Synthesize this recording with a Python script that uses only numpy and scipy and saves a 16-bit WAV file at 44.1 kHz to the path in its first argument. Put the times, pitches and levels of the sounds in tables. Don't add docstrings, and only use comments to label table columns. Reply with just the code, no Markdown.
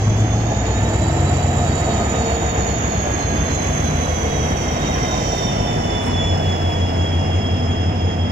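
import sys
import numpy as np
from scipy import signal
from scipy.fft import rfft, irfft, next_fast_len
from scipy.io import wavfile

SR = 44100
rng = np.random.default_rng(int(sys.argv[2]) if len(sys.argv) > 2 else 0)


def dump(signal):
    limited = np.clip(np.atleast_2d(signal).T, -1, 1)
    pcm = np.round(limited * 32767).astype(np.int16)
    wavfile.write(sys.argv[1], SR, pcm)


N = 366471
TIME = np.arange(N) / SR

# t/s, speed/turns per second
CRANK = [(0.0, 6.916), (0.36, 7.363), (1.01, 8.076), (1.3, 8.122), (2.09, 7.867), (2.35, 7.814),
         (3.95, 7.013), (4.41, 6.755), (5.21, 6.486), (6.03, 6.093), (6.52, 5.935), (7.05, 5.84),
         (7.38, 5.8), (8.31, 5.765)]
CRUISE_TURNS_PER_S = 7
INTAKE_S = 5.3
FAN_A, FAN_B, PUMP, BLOWER, IDLER_A, IDLER_B = 88, 112, 158, 225, 475, 485


def exhaust(turns):
    uneven = 1 + 0.087 * flutter(width_hz=51).real
    return uneven * (exhaust_boom(turns) + exhaust_drone(turns) + line_blooms(turns))


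def crank_line(k, turns):
    # place/turns, weight/dB
    chug_places = [(.76, -2.5), (.15, -1)]
    chugs = sum(undb(db) * np.exp(-2j * np.pi * k * place) for place, db in chug_places)
    drift_cycles = .06 * flutter(width_hz=1.5).real
    return tone(k * turns + drift_cycles, chugs / np.abs(chugs))


def exhaust_boom(turns):
    boom_orders = [(8, -2.5), (9, -6.5), (11, -10), (12, -6.5), (13, -8.5), (14, -18.5), (16, -12.5),
                   (17, -10.5)]
    boom_pass = (-24, -8.5, 13.5, 0)
    boom = sum(undb(db) * crank_line(k, turns) for k, db in boom_orders)
    cab_db = -24 * arrival(at_s=6.56, edge_s=1)
    return boom * passing(*boom_pass) * undb(cab_db)


def exhaust_drone(turns):
    drone_orders = [(13, -8), (14, -9), (15, 6), (16, -4), (19, -13), (26, -8)]
    crest_turns = .55
    drone = sum(undb(db) * tone(k * (turns - crest_turns)) for k, db in drone_orders)
    hood_db = -23.5 * swell(start=0.031, end=6.46, edge=1.16)
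    rev_db = 18 * revs()
    return drone * undb(-20 + rev_db + hood_db)


def line_blooms(turns):
    bloom_times = [(0.4, 1.28, 13, -19.5), (0.23, 1.3, 8, -25.5), (0.6, 2.22, 11, -19),
                   (0.73, 1.9, 17, -23), (1.1, 4.2, 10, -30), (.3, 4.3, 9, -28.5), (-1.6, 5.3, 14, -33.5),
                   (0.86, 2.1, 16, -29), (1.2, 2.13, 19, -28.5), (1, 2.5, 29, -32), (2.5, 5.6, 12, -27.5),
                   (3, 5.2, 11, -28.5), (3, 3.12, 79, -26.5), (4, 4.18, 73, -27), (3.8, 5.3, 74, -33.5),
                   (5, 6.45, 17, -28.5), (5, 6.2, 18, -31), (6.5, 9, 17, -22.5)]
    blooms = 0
    for start, end, k, db in bloom_times:
        blooms = blooms + undb(db) * swell(start, end, (end - start) / 2) * crank_line(k, turns)
    return blooms


def gears(turns):
    gear_pass = (-23.5, 7, 1.5, 19.5)
    # t/s, level/dB
    gear_beam = [(0, -2), (1, -1.5), (2, 2.5), (6.8, -1), (8.3, -2.5)]
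    mesh_order, left_lag_cycles = 568, 0.38

    exposed = arrival(at_s=4.72, edge_s=0.37)
    screen_db = -7.5 * (1 - exposed) - 3.5 * (1 - arrival(at_s=6.13, edge_s=0.13))
    flare_db = 5 * nearness(nearest_s=6.25, span_s=0.15) ** 2
    beam_db, = curves(gear_beam)
    shimmer_db = (2.5 - 1.8 * exposed) * flutter(width_hz=34).real
    dips_db = -4 * np.maximum(flutter(width_hz=28).real - .2, 0) ** 2
    level = undb(screen_db + flare_db + beam_db + shimmer_db + dips_db)
    gain = passing(*gear_pass) * level * platform_fading()

    backlash_cycles = .095 * flutter(width_hz=45).real
    mesh = mesh_order * turns + backlash_cycles - np.array([[left_lag_cycles], [0]])
    blurred = unit(1 + .38 * spread(width_hz=36, apart=1.5) + .2 * spread(width_hz=100, apart=1.2))
    whine = tone(mesh, blurred)
    octave = undb(-30.0 + 12.6 * exposed) * tone(2 * mesh, spread(width_hz=13, apart=0.75))
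    return gain * (whine + octave)


def platform_fading():
    null_times = [-.1, .2, .55, .85, 1.22, 1.5, 2.15, 2.45, 2.82, 3.08, 3.4, 3.74, 4.2, 4.62, 5.02, 5.28,
                  5.58, 5.8, 6.1, 6.39, 6.62, 6.9, 7.27, 7.56, 7.92, 8.4]
    wavelengths = np.interp(TIME, null_times, np.arange(len(null_times)))
    port_share = np.array([[.45], [.95]])
    echo = undb(-4.5) * port_share * (1 - .5 * arrival(at_s=7.1, edge_s=0.5))
    return np.abs(1 - echo * np.exp(2j * np.pi * wavelengths))


def turbo(turns):
    turbo_pass = (-26.5, 3.5, 2, 14.5)
    blade_order, overtone_order = 883.5, 1430
    speed, = curves(CRANK)
    blades = blade_order * turns
    blur = (speed / np.max(speed)) ** 4
    core = unit(np.exp(1.5j * flutter(width_hz=40).real) + .9 * spread(width_hz=90, apart=.8))
    skirt = spread(width_hz=500, apart=0.75)
    whistle = tone(blades, core * (1.2 - 0.37 * blur) + (0.23 + .5 * blur) * skirt)
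    octave_blur = (1 - blur) * spread(width_hz=170, apart=2) + blur * spread(width_hz=520, apart=2)
    octave = undb(-22.5 - 5.5 * blur) * tone(2 * blades, octave_blur)
    third = undb(-25) * tone(3 * blades, spread(width_hz=300, apart=1.5))
    overtone = undb(-35) * tone(overtone_order * turns, spread(width_hz=520, apart=2))
    overtone = overtone * (1 - arrival(at_s=2.4, edge_s=4))
    return passing(*turbo_pass) * intake() * (whistle + octave + third + overtone)


def flow(turns):
    firings = 16
    puffs = 1 + 0.078 * tone(firings * turns) + 0.036 * tone(turns)
    gust = undb(.5 * flutter(width_hz=20).real)
    air = churn(fan_rush(puffs) + intake_hiss(gust), depth_db=1.3, width_hz=30)
    return bark(turns) * (running_gear() + engine_roar(puffs, gust)) + air


def bark(turns):
    place_turns, decay_turns = 0.64, 0.13
    added_gain = 0.17 * undb(20 * revs())
    return 1 + added_gain * np.exp(-((turns - place_turns) % 1) / decay_turns)


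def engine_roar(puffs, gust):
    # f/Hz, relative level/dB
    roar_spectrum = [(250, -26), (430, -2.5), (560, -3), (660, 2.5), (740, 1), (850, -4), (1050, -16.5),
                     (1800, -63)]
    # level/dB when nearest, nearest t/s, time to fall 3 dB/s, slope/dB per doubling of revs
    roar_passes = [(-28.5, 1.77, 1.5, 9.5), (-25.5, 5.87, 1.44, 0)]
    gain = np.sqrt(sum(passing(*row) ** 2 for row in roar_passes))
    flicker = undb(.9 * flutter(width_hz=70).real)
    return gain * gust * flicker * lumps() * air_noise(roar_spectrum) * puffs


def lumps():
    # t/s, added gain at the peak
    lump_times = [(.096, .7), (.517, 1.1), (1.873, 1.0), (1.998, 1.3), (2.3, 0.7), (4.89, 1.1),
                  (5.926, 0.7), (7.29, 1.0)]
    rise_s = 0.006
    gain = 1
    for s, added in lump_times:
        age = np.maximum(TIME - s, 0) / rise_s
        gain = gain + added * age * np.exp(1 - age)
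    return gain


def running_gear():
    # f/Hz, relative level/dB
    rumble_spectrum = [(15, -18.5), (36, -8.5), (55, -2), (110, 2.5), (170, 2), (240, 0.5), (330, -2.5),
                       (430, -6.5), (600, -19.5), (1200, -76)]
    rumble_pass = (-23.5, -1.5, 9.5, -4)
    waver = undb(0.32 * flutter(width_hz=18).real)
    return passing(*rumble_pass) * waver * air_noise(rumble_spectrum)


def fan_rush(puffs):
    # f/Hz, relative level/dB
    fan_spectrum = [(600, 1.5), (1000, 4), (1400, 0), (2000, 0), (2600, -4), (3300, -5.5), (3600, -9.5),
                    (3950, -19.5), (6000, -48)]
    fan_pass = (-27, 4.5, 3.5, 6.5)
    # centre t/s, length/s, added level/dB
    surge_times = [(2.05, 0.37, 1), (2.302, 0.081, 2), (4.95, 0.31, 2), (6.078, 0.22, 1.5)]
    surge_db = sum(db * pulse(s, length) for s, length, db in surge_times)
    waver = undb(0.54 * flutter(width_hz=13.7).real)
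    return undb(surge_db) * passing(*fan_pass) * waver * air_noise(fan_spectrum) * puffs


def intake_hiss(gust):
    # f/Hz, relative level/dB
    hiss_spectrum = [(3000, -19), (3950, -5.5), (4450, 1.5), (5200, 1), (6600, 7), (7300, 2), (8100, -12.5),
                     (9200, -37), (10000, -28), (12000, -31)]
    hiss_pass = (-35, 2.5, 4.5, -6)
    fade_db = -3 * np.maximum(TIME - INTAKE_S, 0)
    return passing(*hiss_pass) * intake() * undb(fade_db) * gust * air_noise(hiss_spectrum)


def auxiliaries(turns):
    # multiple of the crank rate, level/dB when nearest, nearest t/s, time to fall 3 dB/s
    machine_lines = [(FAN_A, -27, 1.64, .5), (FAN_B, -31.5, .53, 0.29), (FAN_B, -33, 5.7, 0.25),
                     (PUMP, -34, 2.05, .3), (PUMP, -33.5, 6, 1.1), (BLOWER, -37, .9, .2),
                     (BLOWER, -34.5, 3, 0.55), (2 * PUMP, -35.5, 4.87, 0.47), (IDLER_A, -37, 2.16, 0.37),
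                     (IDLER_A, -41, 5.4, 0.77), (IDLER_B, -39, 0.71, 1), (IDLER_B, -38, 5.4, 1.3)]
    out = 0
    for k, db, nearest_s, span_s in machine_lines:
        fading = undb(1.3 * flutter(width_hz=6.5).real)
        waver = unit((1 + spread(width_hz=18 + 0.039 * k, apart=2.1)) * fading)
        out = out + undb(db) * nearness(nearest_s, span_s) * tone(k * turns, waver)
    return out


def panels():
    # f/Hz, width/Hz, level/dB
    panel_modes = [(151.6, 2.9, -37), (203.7, 4.9, -34.5), (243.6, 9.4, -35), (337.7, 7.1, -43),
                   (469, 37.6, -37), (656, 9.8, -39), (725, 15, -35.5)]
    # start t/s, end t/s, f/Hz, level/dB
    hum_times = [(0.859, 1.39, 329.3, -27.5), (2.09, 2.77, 459, -25.5), (2.28, 2.79, 728, -28),
                 (4.16, 4.5, 454.4, -28), (3.1, 8.4, 150.3, -29.5), (5.89, 6.21, 248, -28),
                 (7.343, 7.798, 247.5, -29)]
    drone = sum(undb(db) * tone(hz * TIME, spread(width, apart=0.16)) for hz, width, db in panel_modes)
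    hums = 0
    for start, end, hz, db in hum_times:
        waver = 1 + 0.05 * flutter(width_hz=22.0)
        hums = hums + undb(db) * swell(start, end, edge=0.083) * tone(hz * TIME, waver)
    return drone + hums


def undercarriage():
    # centre t/s, length/s, f/Hz, level/dB
    squeak_times = [(.2, .06, 7020, -37), (3.55, .06, 6880, -32), (3.68, .06, 6830, -32)]
    # centre t/s, length/s, level/dB
    spit_times = [(2.31, .08, -50), (6.07, .18, -43)]
    # f/Hz, relative level/dB
    spit_spectrum = [(2500, -1), (6500, 2), (8500, 8), (11000, -4), (15500, -14)]
    sizzle_spectrum = [(6000, -14.5), (8000, 4.5), (8350, 14.5), (8520, -1), (8700, 15.5), (8950, 2),
                       (9200, 11), (9600, 3.5), (12000, 0.5), (15500, 0)]
    # level/dB before distance, nearest t/s, time for plain distance to fall 3 dB/s, slope/dB per doubling of revs
    leak_pass = (-49.5, 4, 3, -17)
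    squeaks = 0
    for s, length, hz, db in squeak_times:
        rough = 1 + 1.9 * flutter(width_hz=120)
        squeaks = squeaks + undb(db) * pulse(s, length) * tone(hz * TIME, rough)
    spits = sum(undb(db) * pulse(s, length) for s, length, db in spit_times) * air_noise(spit_spectrum)
    leak = passing(*leak_pass, beam=4.1) * air_noise(sizzle_spectrum)
    sputter = undb(1.5 * flutter(width_hz=45).real)
    return squeaks + sputter * (spits + leak)


def intake():
    return undb(5 * nearness(INTAKE_S, span_s=0.2) ** 2)


def revs():
    speed, = curves(CRANK)
    return np.log2(speed / CRUISE_TURNS_PER_S)


def nearness(nearest_s, span_s):
    return 1 / np.hypot(1, (TIME - nearest_s) / span_s)


def passing(db, nearest_s, span_s, rev_db=0, beam=1):
    return undb(db + rev_db * revs()) * nearness(nearest_s, span_s) ** beam


def swell(start, end, edge):
    ramp = np.clip(np.minimum(TIME - start, end - TIME) / edge, 0, 1)
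    return np.sin(np.pi / 2 * ramp) ** 2


def pulse(centre_s, length_s):
    return swell(centre_s - length_s / 2, centre_s + length_s / 2, length_s / 2)


def arrival(at_s, edge_s):
    return swell(at_s - edge_s / 2, np.inf, edge_s)


def tone(cycles, amplitude=1):
    return np.real(amplitude * np.exp(2j * np.pi * cycles))


def flutter(width_hz):
    step = 16
    z = rng.standard_normal((N // step + 1, 2)) @ np.array([1, 1j])
    cutoff_hz = min(width_hz / 2, SR / step / 3)
    z = signal.sosfilt(signal.butter(3, cutoff_hz, fs=SR / step, output="sos"), z)
    return unit(np.interp(np.arange(N), np.arange(len(z)) * step, z))


def spread(width_hz, apart):
    own = np.array([flutter(width_hz), flutter(width_hz)])
    return unit(flutter(width_hz) + apart * own)


def air_noise(points):
    # f/Hz, level/dB
    reflected_share = [(50, -23.5), (125, -26.5), (250, -18.5), (500, -6), (1000, -2.5), (2000, -0.5),
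                       (4000, 0), (10000, -1.5)]
    share = np.clip(response(reflected_share), 0, 1)
    spectrum = response(points)
    direct = colour(rng.standard_normal(N), spectrum * np.sqrt(1 - share ** 2))
    reflected = colour(rng.standard_normal((2, N)), spectrum * share)
    return unit(direct + reflected)


def churn(x, depth_db, width_hz):
    bins = np.fft.rfftfreq(next_fast_len(N), 1 / SR)
    octaves = np.log2(np.clip(bins, 1000, 8000) / 1000)
    out = 0
    for band in range(7):
        window = np.maximum(1 - np.abs(2 * octaves - band), 0)
        out = out + colour(x, window) * undb(depth_db * flutter(width_hz).real)
    return out


def response(points):
    hz, db = np.transpose(points)
    bins = np.fft.rfftfreq(next_fast_len(N), 1 / SR)
    return undb(np.interp(np.log(bins + 1), np.log(hz), db))


def colour(x, gain):
    size = next_fast_len(N)
    return irfft(rfft(x, size) * gain, size)[..., :N]


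def curves(table):
    s, *columns = np.transpose(table)
    return [np.interp(TIME, s, c) for c in columns]


def unit(x):
    return x / np.sqrt(np.mean(np.abs(x) ** 2))


def undb(db):
    return 10 ** (np.asarray(db) / 20)


def scene():
    speed, = curves(CRANK)
    turns = np.cumsum(speed) / SR
    engine = exhaust(turns) + gears(turns) + turbo(turns) + auxiliaries(turns)
    return engine + flow(turns) + panels() + undercarriage()


def record(dry):
    # f/Hz, level/dB
    left_response = [(60, 1), (300, -0.5), (1300, -2), (2500, -1), (3350, -0.5), (3700, -6), (3950, -10.5),
                     (4400, -16), (5200, -16), (6200, -26.5), (7200, -23), (9000, -10.5), (11500, -1.5),
                     (13000, 1), (14500, -5.5)]
    # t/s, lag/ms
    left_lag = [(0, 0.13), (2.0, 0.2), (2.7, 0.34), (5.2, 0.39), (6, 0.464), (8.3, 0.41)]
    lag_ms, = curves(left_lag)
    left = np.interp(TIME - lag_ms / 1000, TIME, colour(dry[0], response(left_response)))
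    top_cut = signal.ellip(10, .2, 70, 15700, fs=SR, output="sos")
    return signal.sosfilt(top_cut, np.array([left, dry[1]]))


dry = scene()
out = record(dry)
dump(out)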